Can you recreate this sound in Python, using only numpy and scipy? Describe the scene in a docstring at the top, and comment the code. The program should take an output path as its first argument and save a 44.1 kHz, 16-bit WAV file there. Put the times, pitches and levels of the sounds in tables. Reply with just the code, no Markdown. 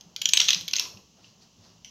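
"""A lively room with a hard floor: a row of wooden dominoes topples close by.
Each knock is a sharp crack, a treble tick and three short block modes, smeared by the room into a
bright tail. The floor clacks and bumps; the loudest knock overloads the recorder with a thump and
a ping. After a second the fall passes through light cards, which swish and tick, then reaches the
next block. Faint rumble and hiss lie beneath."""
import sys
import numpy as np
from scipy import signal
from scipy.fft import rfft, irfft
from scipy.io import wavfile
from scipy.ndimage import uniform_filter1d, minimum_filter1d

SR = 44100
rng = np.random.default_rng(int(sys.argv[2]) if len(sys.argv) > 2 else 0)


def file_out(sig):
    """Save sig as 16-bit WAV at sys.argv[1]."""
    # one column per channel
    cols = np.atleast_2d(sig).T
    # limit, then scale
    lim = np.clip(cols, -1, 1)
    pcm = np.round(lim * 32767).astype(np.int16)
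    wavfile.write(sys.argv[1], SR, pcm)


N = 83790
KNOCK_S, CONTACT_RISE_S, CONTACT_END_S = .06, .0006, .0015


def knocks():
    """Colliding pieces crack, tick and ring three modes; small jostles in the pile do not ring."""
    # Each row: start in seconds, low mode in Hz, its level in dB, middle mode level in dB,
    # high mode in Hz, its level in dB, crack level in dB, tick level in dB.
    hits = [(0.0095, 3250, -47, -52, 6310, -39, -44, -58), (0.1625, 3260, -24, -34, 6470, -34, -27.5, -47),
            (0.2161, 3130, -23, -35, 5700, -23.5, -27, -42),
            (0.2191, 3140, -17.5, -29, 5800, -29.5, -26.5, -38),
            (0.256, 3180, -10.5, -20.5, 5820, -11, -19.5, -36.5),
            (0.2892, 3100, -27, -25, 6530, -18, -21.5, -37),
            (0.2931, 3260, -24, -31, 5200, -27, -22.5, -49), (0.3344, 3170, -7.5, -7, 6383, -2, -9, -27.5),
            (0.3719, 3040, -8.5, -24, 6010, -13.5, -19, -29),
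            (0.3744, 3170, -16, -7, 6210, -21.5, -14, -54),
            (0.399, 2840, -13, -14, 5880, -27, -20.5, -38.5),
            (0.402, 3446, -17, -12, 5710, -11, -13.5, -47.5),
            (0.4151, 3350, -12.5, -40, 6120, -16.5, -19, -41),
            (0.4805, 3600, -26.5, -25, 6140, -26, -26.5, -57),
            (0.4848, 3530, -8, -31, 6350, -11.5, -13, -39),
            (0.4892, 2760, -10.5, -12.5, 6300, -13.5, -39, -39),
            (0.505, 3360, -8, -12.5, 5960, -14, -14.5, -34.5),
            (0.5304, 2840, -19.5, -37, 5670, -22.5, -23.5, -37),
            (0.5331, 3400, -17.5, -13.5, 6200, -41.5, -25, -50),
            (0.5457, 2920, -32.5, -36, 5850, -31, -19.5, -50),
            (0.61, 3230, -31, -38, 5600, -38.5, -32, -45),
            (0.6796, 3470, -27, -23.5, 6200, -31.5, -29.5, -40.5),
            (0.684, 3260, -29.5, -50, 6110, -43.5, -28.5, -51),
            (0.7115, 3120, -34.5, -41, 6200, -29, -37, -62), (0.7333, 2640, -27, -28, 5920, -20, -29, -38),
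            (0.7355, 2940, -28, -40, 5670, -27, -18.5, -48),
            (0.7563, 3370, -25.5, -22.5, 6140, -25, -27, -48),
            (0.7646, 3430, -25, -32, 6370, -16, -21.5, -41), (0.784, 3360, -34, -22, 5010, -26, -21, -54),
            (0.7959, 3086, -22, -27.5, 5733, -15.5, -15.5, -36),
            (0.852, 2820, -34.5, -49, 5850, -52.5, -38, -66),
            (0.972, 2775, -45, -63.5, 5620, -69.5, -46.5, -84),
            (1.244, 2880, -42.5, -66, 5760, -68.5, -66, -80.5),
            (1.8464, 2964, -34.5, -48, 5950, -37, -42.5, -58)]
    # Ring time in seconds of the low, middle and high mode.
    mode_t60_s = [.005, .006, .007]
    # Contact noises. Each row: frequency in Hz, relative density in dB.
    crack_spectrum = [(100, -25.5), (700, -42.5), (1400, -17.5), (2100, -4), (2700, 1.5), (3800, 4.5),
                      (4700, 6), (6600, 1.5), (7500, -17.5), (9300, -36.5)]
    tick_spectrum = [(4000, -29), (7500, -5.5), (9300, -12), (11600, 2), (14200, 0.5), (16000, -19)]
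    # Brief extra rings on sharp knocks; the highest is the loudest knock's overload ping.
    # Each row: start in seconds, frequency in Hz, level in dB.
    extra_rings = [(.2192, 7070, -28), (.256, 6830, -16), (.335, 2630, -8), (.3356, 7950, -10.5)]
    middle_hz, middle_spread = 3973, .025
    crack_t60_s, tick_t60_s = .012, .013
    jostle_span_s, jostle_count = (.38, .56), 14
    out, t = np.zeros(N), np.arange(int(KNOCK_S * SR)) / SR
    crack_noise, tick_noise = noise(crack_spectrum), noise(tick_spectrum)

    def contact(crack_db, tick_db):
        crack = from_db(crack_db) * burst(t, crack_noise, crack_t60_s)
        tick = from_db(tick_db) * burst(t, tick_noise, tick_t60_s)
        return crack + tick

    for start_s, low_hz, low_db, middle_db, high_hz, high_db, crack_db, tick_db in hits:
        modes_hz = low_hz, middle_hz * (1 + middle_spread * rng.normal()), high_hz
        gains = from_db([low_db, middle_db, high_db])
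        body = sum(gain * ring(t, hz, t60_s) for hz, gain, t60_s in zip(modes_hz, gains, mode_t60_s))
        add(out, start_s, body + contact(crack_db, tick_db))
    for start_s in rng.uniform(*jostle_span_s, jostle_count):
        add(out, start_s, contact(crack_db=-28, tick_db=-50))
    for start_s, hz, db in extra_rings:
        add(out, start_s, from_db(db) * ring(t, hz, t60_s=.005))
    return out


def contact_envelope(t, t60_s):
    """Builds up, holds while the contact lasts, then decays."""
    return np.minimum(t / CONTACT_RISE_S, 1) * decay(t - CONTACT_END_S, t60_s)


def ring(t, hz, t60_s):
    """A damped sine of random phase."""
    return contact_envelope(t, t60_s) * np.sin(2 * np.pi * (hz * t + rng.random()))


def burst(t, source, t60_s):
    """A random stretch of noise shaped by one contact."""
    return np.roll(source, rng.integers(N))[:len(t)] * contact_envelope(t, t60_s)


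def landings():
    """Pieces landing flat excite the floor's dense middle resonances: a woody clack."""
    # Each row: start in seconds, level in dB.
    clacks = [(.335, -32), (0.3742, -37.5), (0.4012, -36), (0.487, -35), (.7340, -38.5), (0.7972, -37.5),
              (0.8532, -42)]
    # Each row: frequency in Hz, relative density in dB.
    floor_spectrum = [(120, -21.5), (450, -2.5), (700, -23.5), (1000, 4), (1500, 0.5), (2100, -8.5),
                      (3000, -25.5), (6000, -41.5)]
    envelope, t = np.zeros(N), np.arange(int(KNOCK_S * SR)) / SR
    shape = np.minimum(t / CONTACT_RISE_S, 1) * decay(t, t60_s=.028)
    for start_s, db in clacks:
        add(envelope, start_s, from_db(db) * shape)
    return envelope * noise(floor_spectrum)


def overload_thump():
    """Low thump of the recorder overloading on the loudest knock."""
    start_s, pulse_db, cutoff_hz = .3354, -22, 707
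    out, t = np.zeros(N), np.arange(int(KNOCK_S * SR)) / SR
    pulse = from_db(pulse_db) * decay(t, t60_s=.0017)
    add(out, start_s, signal.lfilter(*signal.butter(1, cutoff_hz, fs=SR), pulse))
    return out


def floor_bumps():
    """Each soft bump swells and dies on one low floor resonance."""
    # Each row: start in seconds, frequency in Hz, level in dB.
    bumps = [(.058, 175.5, -47.5), (0.276, 168, -47.5), (.555, 178, -41), (0.597, 107, -49),
             (0.623, 170.4, -45), (0.937, 106.6, -45.5), (0.956, 195, -46.5), (1.273, 111.5, -56.5),
             (1.586, 102.8, -51.5)]
    rise_s = .013
    out, t = np.zeros(N), np.arange(N // 4) / SR
    shape = np.minimum(t / rise_s, 1) * decay(t - rise_s, t60_s=.11)
    for start_s, hz, db in bumps:
        add(out, start_s, from_db(db) * shape * np.sin(2 * np.pi * (hz * t + rng.random())))
    return out


def card_swish():
    """Cards slide over each other in three soft swells."""
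    # Each row: time in seconds, level in dB.
    levels = [(1.12, -79), (1.26, -58), (1.39, -76.5), (1.425, -56.5), (1.53, -84), (1.65, -58.5),
              (1.72, -65.5), (1.81, -76.5)]
    # Each row: frequency in Hz, relative density in dB.
    spectrum = [(500, -16.5), (1700, -5.5), (3000, -3), (4500, 6), (6200, 3.5), (8500, -20.5),
                (13500, -21.5), (16000, -51)]
    return from_db(in_time(levels)) * noise(spectrum)


def floor_rub():
    """Pieces sliding on the floor rub dully."""
    # Each row: time in seconds, level in dB.
    levels = [(.76, -65.5), (.85, -59.5), (.99, -63), (1.1, -87), (1.19, -62), (1.33, -73), (1.43, -66),
              (1.54, -78.5), (1.66, -62), (1.81, -71)]
    # Each row: frequency in Hz, relative density in dB.
    spectrum = [(120, -13.5), (280, 2), (600, 0), (1100, -4), (1600, -12.5), (3000, -24.5), (8000, -35.5)]
    return from_db(in_time(levels)) * noise(spectrum)


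def room(x):
    """Dense early reflections from floor and blocks, then a tail that dies band by band."""
    # Each row: frequency in Hz, reverberation time in seconds.
    tail_t60 = [(300, 1.15), (1300, 0.33), (3300, 0.33), (6000, 0.41), (12000, 0.46)]
    # Each row: frequency in Hz, relative level in dB.
    colour = [(300, 10), (1300, 8), (3300, 1), (6000, 1), (9000, 1), (14000, -0.5)]
    delay_s, early_db = .002, 4.5
    t, hz = np.arange(N) / SR, np.fft.rfftfreq(N, 1 / SR)
    white, response = rfft(rng.standard_normal(N)), np.zeros(N)
    early = from_db(early_db) * decay(t, t60_s=.016)
    edges_hz = np.geomspace(60, SR / 2, 15)
    for low_hz, high_hz in zip(edges_hz, edges_hz[1:]):
        centre_hz = np.sqrt(low_hz * high_hz)
        band = irfft(white * (hz >= low_hz) * (hz < high_hz), N)
        tail = decay(t, at_hz(tail_t60, centre_hz))
        response += band * from_db(at_hz(colour, centre_hz)) * (early + tail)
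    response *= t > delay_s
    return signal.fftconvolve(x, response / np.linalg.norm(response))[:N]


def room_along_row(blocks, places=6, step_s=.04):
    """The travelling fall excites the room from different places: crossfaded responses, in a cycle."""
    # Each row: time in seconds, gain into the room in dB.
    send = [(.16, -3.5), (.26, -5), (.335, -8), (.40, -1), (.52, -5), (.68, -4.5), (.77, -2.5), (1.85, 4)]
    sent = blocks * from_db(in_time(send))
    out, position = np.zeros(N), np.arange(N) / SR / step_s
    for place in range(places):
        power_share = np.maximum(1 - np.abs((position - place) % places - 1), 0)
        out += room(sent * np.sqrt(power_share))
    return out


def background(each_db=-63):
    """Low room rumble and steady hiss."""
    # Each row: frequency in Hz, relative density in dB.
    rumble_spectrum = [(48, -35), (66, -1.5), (80, -11.5), (105, -1), (135, -4.5), (172, 2.5), (250, -5.5),
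                       (400, -28.5), (900, -49)]
    hiss_spectrum = [(300, -2.5), (600, -5), (1100, -4), (1500, -15), (2400, -11), (2850, 1), (3500, -6),
                     (4600, -3.5), (6200, 1), (7200, -7.5), (8500, -26.5), (15000, -22.5)]
    return from_db(each_db) * (noise(rumble_spectrum) + noise(hiss_spectrum))


def from_db(db):
    """Decibels to gain."""
    return 10 ** (np.asarray(db) / 20)


def in_time(rows):
    """Interpolate (seconds, value) rows at every sample."""
    return np.interp(np.arange(N) / SR, *np.transpose(rows))


def at_hz(rows, hz):
    """Interpolate (Hz, value) rows on a log-frequency axis."""
    rows_hz, values = np.transpose(rows)
    return np.interp(np.log(np.maximum(hz, 1)), np.log(rows_hz), values)


def noise(spectrum):
    """Unit-rms noise coloured by (Hz, dB) rows."""
    gains = from_db(at_hz(spectrum, np.fft.rfftfreq(N, 1 / SR)))
    x = irfft(rfft(rng.standard_normal(N)) * gains, N)
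    return x / np.sqrt(np.mean(x ** 2) + 1e-20)


def decay(t, t60_s):
    """One until time zero, then down 60 dB per t60_s."""
    return np.exp(-np.log(1000) * np.maximum(t, 0) / t60_s)


def add(out, start_s, sound):
    """Mix a sound in at start_s."""
    start = max(int(start_s * SR), 0)
    part = out[start:start + len(sound)]
    part += sound[:len(part)]


def scene():
    """Blocks with their reverberation, plus the softer sources dry; mono."""
    blocks = knocks() + landings()
    in_room = blocks + room_along_row(blocks)
    return (in_room + overload_thump() + floor_bumps() + card_swish() + floor_rub() + background())[None]


def record(dry):
    """Fast peak limiter, then a steep low-pass."""
    window_s, ceiling, cutoff_hz = .002, .93, 15800
    window = int(window_s * SR)
    needed_gain = np.minimum(1, ceiling / (np.abs(dry) + 1e-9))
    gain = uniform_filter1d(minimum_filter1d(needed_gain, window), window)
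    lowpass = signal.ellip(10, .1, 90, cutoff_hz, fs=SR, output="sos")
    return signal.sosfilt(lowpass, dry * gain)


dry = scene()
out = record(dry)
file_out(out)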